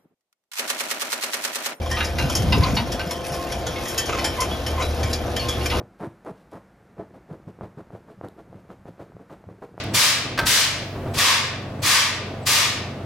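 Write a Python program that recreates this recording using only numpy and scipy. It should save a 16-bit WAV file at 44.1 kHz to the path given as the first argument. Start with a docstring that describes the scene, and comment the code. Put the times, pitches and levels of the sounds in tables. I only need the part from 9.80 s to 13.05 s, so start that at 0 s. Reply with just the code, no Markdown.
"""Machinery hums throughout in a reverberant workshop. From the start come short hissing rushes, most
likely an air nozzle, about every 0.6 s; the valve squeaks faintly before most of them. Close by, a car
hood is shifted by hand: its panel rumbles softly, and at 0.6 s it clunks once. A faint sizzle lingers
from 0.9 to 1.4 s. The hood settles by about 2 s and the last blast closes at 2.8 s.
An automatic gain control ducks under each rush."""
import sys
import numpy as np
from scipy import signal
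from scipy.fft import rfft, irfft, next_fast_len
from scipy.io import wavfile
from scipy.ndimage import uniform_filter1d, map_coordinates

SR = 44100
rng = np.random.default_rng(int(sys.argv[2]) if len(sys.argv) > 2 else 0)


def to_wav(s):
    """Save 16-bit WAV."""
    ch = np.atleast_2d(s).T  # columns
    pcm = np.round(np.clip(ch, -1, 1) * 32767)  # PCM
    wavfile.write(sys.argv[1], SR, pcm.astype(np.int16))


N = 143325
LEAD = SR // 2  # samples before time zero, so the room already rings
M = N + LEAD
T = (np.arange(M) - LEAD) / SR


def amp(db):
    """Decibels to gain."""
    return 10 ** (np.asarray(db) / 20)


def unit(x):
    """Scale to rms 1."""
    return x / np.sqrt(np.mean(x ** 2) + 1e-20)


def along(points, hz):
    """Interpolate (Hz, value) points on a log frequency axis."""
    point_hz, values = np.transpose(points)
    return np.interp(np.log(hz + 1), np.log(point_hz + 1), values)


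def wobble(knots_per_s):
    """Smooth random curve."""
    knots = rng.standard_normal(int(M * knots_per_s / SR) + 4)
    return map_coordinates(knots, [np.arange(M) * knots_per_s / SR])


def filtered(x, response):
    """Filter x by response(hz)."""
    n = x.shape[-1]
    size = next_fast_len(n + 8192)
    return irfft(rfft(x, size) * response(np.fft.rfftfreq(size, 1 / SR)), size)[..., :n]


def noise(spectrum):
    """Coloured noise of rms 1."""
    return unit(filtered(rng.standard_normal(M), lambda hz: amp(along(spectrum, hz))))


def stereo(pair, likeness):
    """Mix two unrelated signals to left and right with the given correlation."""
    angle = lambda hz: np.arccos(np.clip(along(likeness, hz), -1, 1)) / 2
    mid, side = filtered(pair, lambda hz: np.array([np.cos(angle(hz)), np.sin(angle(hz))]))
    return np.array([mid + side, mid - side])


def strike(start_s, rise_s, t60_s):
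    """Envelope: linear rise, exponential decay."""
    return np.clip((T - start_s) / rise_s, 0, 1) * amp(-60 * np.maximum(T - start_s - rise_s, 0) / t60_s)


# Reverberation time. Each row: frequency in Hz, T60 in seconds.
ROOM_T60_S = [(100, .5), (1000, .65), (2500, .65), (4500, .57), (8000, .41), (14000, .29)]
# Tail width. Each row: frequency in Hz, left-right correlation.
ROOM_LIKENESS = [(120, 1), (250, .99), (500, .94), (1000, .79), (2000, .55), (4500, .13), (12000, .15)]

def room(x, predelay_s=.018):
    """Stereo reverberation of the workshop; the treble dies first."""
    hz, t, spectra = signal.stft(rng.standard_normal((2, SR)), SR, nperseg=256)
    fade = amp(-60 * t / along(ROOM_T60_S, hz)[:, None])
    _, tail = signal.istft(spectra * fade, SR, nperseg=256)
    tail = stereo(unit(tail), ROOM_LIKENESS) / np.sqrt(tail.shape[1])
    tail = np.pad(tail, ((0, 0), (int(predelay_s * SR), 0)))
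    return signal.fftconvolve(x[None], tail, axes=1)[:, :M]


# Hum lines. Each row: frequency in Hz, rms level in dB.
HUM_LINES = [(93.5, -38), (119.7, -41.5), (141, -43.5), (192, -50), (237, -49), (675, -51)]
# Fan noise. Each row: frequency in Hz, relative density in dB.
FAN_SPECTRUM = [(20, -34), (45, -8), (68, -10), (80, -9), (100, -2), (170, -7), (260, -4), (350, -8),
                (650, -7.5), (900, -16.5), (2000, -24.5), (4000, -33), (8000, -43.5), (15000, -51.5)]
# Fan width. Each row: frequency in Hz, left-right correlation.
FAN_LIKENESS = [(120, 1), (250, .99), (500, .94), (1000, .75), (3000, .4), (12000, .2)]

def machinery(hum_waver_db=2, drift_rad=.6, fan_db=-34.4, fan_waver_db=.6):
    """Slightly unsteady hum lines over the rush of a fan."""
    hum = np.zeros(M)
    for hz, db in HUM_LINES:
        peak = np.sqrt(2) * amp(db + hum_waver_db * wobble(6))
        hum += peak * np.sin(2 * np.pi * hz * T + drift_rad * wobble(5))
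    fan_gain = amp(fan_db + fan_waver_db * wobble(8))
    fan = stereo(np.array([noise(FAN_SPECTRUM), noise(FAN_SPECTRUM)]), FAN_LIKENESS)
    return hum + fan_gain * fan


# Sizzle noise. Each row: frequency in Hz, relative density in dB.
SIZZLE_SPECTRUM = [(3000, -18), (8000, -4), (14000, 0), (16000, -5)]

def sizzle(start_s=.91, end_s=1.4, level_db=-59):
    """A faint high hiss lingers between two blasts."""
    gate = uniform_filter1d(1.0 * ((T > start_s) & (T < end_s)), SR // 20)
    return amp(level_db) * gate * np.array([noise(SIZZLE_SPECTRUM), noise(SIZZLE_SPECTRUM)])


# Hood contacts. Each row: start in seconds, level in dB, tilt in dB per octave.
HOOD_KNOCKS = [(.576, -23, 0), (.5795, -21, 0), (.5885, -17.5, 4), (.5915, -12.5, -.5), (.599, -16, -4),
               (.612, -21, -4), (.632, -25, -3)]
# Hood modes. Each row: frequency in Hz, relative level in dB, T60 in seconds.
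HOOD_MODES = [(340, -15, .1), (716, -7, .06), (930, -3, .07), (1290, -1, .1), (1560, 3, .055),
              (1733, -5, .06), (2099, -7, .07), (2546, -13, .09), (3560, -12, .07), (4010, -11, .08),
              (4334, -13, .08), (5080, -14, .06)]
# Contact noise. Each row: frequency in Hz, relative density in dB.
CRACK_SPECTRUM = [(100, -3), (400, -2), (750, 0), (1100, -3), (1700, 2), (2800, -6), (4600, -5),
                  (6500, -17), (15000, -25)]

def hood_clunk(ring_db=-4, ring_rise_s=.0007, crack_db=-1):
    """The hood clatters against the body; each contact cracks and rings its modes."""
    clunk = np.zeros(M)
    t = np.arange(SR // 3) / SR
    for start_s, db, tilt in HOOD_KNOCKS:
        ring = np.zeros(len(t))
        for hz, mode_db, t60_s in HOOD_MODES:
            struck_db = mode_db + tilt * np.log2(hz / 1500) + rng.normal(0, 1.5)
            ring += amp(struck_db - 60 * t / t60_s) * np.sin(2 * np.pi * (hz * t + rng.random()))
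        ring *= 1 - np.exp(-t / ring_rise_s)
        clunk[LEAD + round(start_s * SR):][:len(t)] += amp(db + ring_db) * ring
        clunk += amp(db + crack_db + tilt) * strike(start_s, .001, t60_s=.05) * noise(CRACK_SPECTRUM)
    return clunk


# Panel flexes. Each row: start, rise and T60 in seconds, level in dB.
PANEL_FLEXES = [(.02, .03, .5, -31.5), (.11, .03, .4, -29), (.43, .02, .3, -29.5), (.605, .02, .3, -22),
                (1.15, .01, .3, -28.5), (1.215, .05, .45, -29), (1.35, .02, .25, -30),
                (1.97, .06, .4, -33.5)]
# Edge ticks. Each row: start in seconds, level in dB.
EDGE_TICKS = [(.038, -37), (1.679, -44), (1.824, -55)]
# Panel and tick noise. Each row: frequency in Hz, relative density in dB.
PANEL_SPECTRUM = [(25, -22), (50, -9), (70, -9), (105, 1), (170, -5), (270, -6), (400, -11), (700, -14),
                  (1500, -24), (5000, -45), (15000, -60)]
TICK_SPECTRUM = [(1000, -12), (5000, 0), (15000, -4)]

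def hood(thump_s=.606, thump_hz=56, thump_db=-26, room_db=-9):
    """The shifted hood clunks and thumps; its panel flexes and its edge ticks."""
    flexes = sum(amp(db) * strike(start_s, rise_s, t60_s) for start_s, rise_s, t60_s, db in PANEL_FLEXES)
    ticks = sum(amp(db) * strike(start_s, .001, t60_s=.025) for start_s, db in EDGE_TICKS)
    direct = hood_clunk() + flexes * noise(PANEL_SPECTRUM) + ticks * noise(TICK_SPECTRUM)
    thump = strike(thump_s, .03, t60_s=.35) * np.sin(2 * np.pi * thump_hz * (T - thump_s))
    return direct + amp(thump_db) * thump + amp(room_db) * room(direct)


# Valve squeaks. Each row: centre in seconds, level in dB.
VALVE_SQUEAKS = [(.122, -58), (1.328, -57), (2.008, -60), (2.634, -56)]

def valve_squeaks(pitch_hz=7880, width_hz=160, width_s=.011):
    """A thin whistle as the valve starts to move."""
    band = lambda hz: np.exp(-((hz - pitch_hz) / width_hz) ** 2)
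    whistle = unit(filtered(rng.standard_normal(M), band))
    return whistle * sum(amp(db) * np.exp(-((T - at_s) / width_s) ** 2) for at_s, db in VALVE_SQUEAKS)


# Jet noise. Each row: frequency in Hz, relative density in dB.
JET_SPECTRUM = [(100, -33), (400, -17), (630, -11.5), (830, -14), (1050, -6.5), (1500, -3.2), (2100, -.5),
                (2800, 0), (4900, 1.2), (7000, -2.6), (11000, -5.4), (13500, -9.8), (15500, -13)]
# Nozzle and cavity resonances. Each row: frequency in Hz, width in Hz, gain in dB.
NOZZLE_MODES = [(954, 20, 1), (1045, 22, 0), (1125, 28, 7), (1205, 30, 8.5), (1500, 22, 3), (1664, 20, 5),
                (1836, 30, 6), (1936, 30, 4.5), (2130, 70, 3), (2370, 50, 4.5), (2630, 45, 1),
                (3350, 150, -1), (4750, 260, -1.5), (5860, 90, -2), (6700, 90, -2)]

def jet_hiss(tilt_db_per_octave, ring_db):
    """Two channels of jet noise, ringing the nozzle and the cavity it blows on."""
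    def colour(hz):
        rush = amp(along(JET_SPECTRUM, hz) + tilt_db_per_octave * np.log2((hz + 1) / 3000))
        ring = sum(amp(db) * 1j * hz * width_hz / (mode_hz ** 2 - hz ** 2 + 1j * hz * width_hz)
                   for mode_hz, width_hz, db in NOZZLE_MODES)
        return np.hypot(rush, amp(ring_db) * abs(ring))
    return unit(filtered(rng.standard_normal((2, M)), colour))


# Air blasts. Each row: times in seconds when the valve cracks, is fully open and starts to close,
# level in dB, relative leak in dB, opening exponent (higher snaps later), tilt in dB per octave,
# nozzle ring in dB.
AIR_BLASTS = [(-.36, -.35, -.235, -11, -14, 1.5, -.2, -5), (.133, .149, .255, -10.8, -15, 1.5, -.1, -4.5),
              (.649, .670, .778, -12, -16, 1.5, .2, -7.5), (1.335, 1.388, 1.505, -12.7, -14, 4, -1.15, -.5),
              (2.017, 2.074, 2.168, -11, -18, .8, -.2, -.5),
              (2.652, 2.671, 2.782, -12.9, -19, 1.5, .3, -1.5)]
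# Direct jet width. Each row: frequency in Hz, left-right correlation.
JET_LIKENESS = [(200, .99), (1500, .9), (5000, .55), (14000, .6)]
ONSET_S, CLOSE_DB_PER_S, FLUTTER_DB = .013, 215, .7
TREBLE_HZ, TREBLE_SAG_DB_PER_S = 7500, 45

def air_blasts(direct_db=-3.5, room_db=-1):
    """The valve leaks, opens, holds and closes; the hiss dulls as the pressure falls."""
    jet = np.zeros((2, M))
    for crack_s, open_s, close_s, db, leak_db, exponent, tilt, ring_db in AIR_BLASTS:
        age_s = np.maximum(T - crack_s, 0)
        opening = np.clip(age_s / (open_s - crack_s), 0, 1) ** exponent
        flow_db = leak_db * (1 - opening) - CLOSE_DB_PER_S * np.maximum(T - close_s, 0)
        hiss = jet_hiss(tilt, ring_db)
        body = filtered(hiss, lambda hz: 1 / (1 + (hz / TREBLE_HZ) ** 4))
        treble = (hiss - body) * amp(-TREBLE_SAG_DB_PER_S * age_s)
        onset = np.minimum(age_s / ONSET_S, 1)
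        jet += onset * amp(db + flow_db + FLUTTER_DB * wobble(45)) * (body + treble)
    reverb = (room(jet[0]) + room(jet[1])) / np.sqrt(2)
    return amp(direct_db) * stereo(jet, JET_LIKENESS) + amp(room_db) * reverb


# Air balance. Each row: frequency in Hz, left minus right in dB.
AIR_BALANCE_DB = [(1000, -.4), (2000, .1), (4500, 2.0), (9000, 1.7), (14000, 1)]

def scene():
    """All sources, the air a little to the left."""
    balance = lambda hz: amp(np.outer([.5, -.5], along(AIR_BALANCE_DB, hz)))
    air = filtered(air_blasts() + valve_squeaks(), balance)
    return (air + hood() + machinery() + sizzle())[:, LEAD:]


AGC_THRESHOLD_DB, AGC_SLOPE, AGC_SENSE_S, AGC_RELEASE_DB_PER_S = -18, .65, .008, 18
TOP_HZ = 15850

def record(dry):
    """Gain control that ducks fast and recovers slowly, then a band limit."""
    power = abs(uniform_filter1d(np.mean(dry ** 2, axis=0), int(AGC_SENSE_S * SR)))
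    over_db = np.maximum(10 * np.log10(power + 1e-12) - AGC_THRESHOLD_DB, 0)
    recovery_db = AGC_RELEASE_DB_PER_S * np.arange(N) / SR
    held_db = np.maximum.accumulate(AGC_SLOPE * over_db + recovery_db) - recovery_db
    duck_db = uniform_filter1d(held_db, size=128)
    return filtered(dry * amp(-duck_db), lambda hz: hz < TOP_HZ)


dry = scene()
out = record(dry)
to_wav(out)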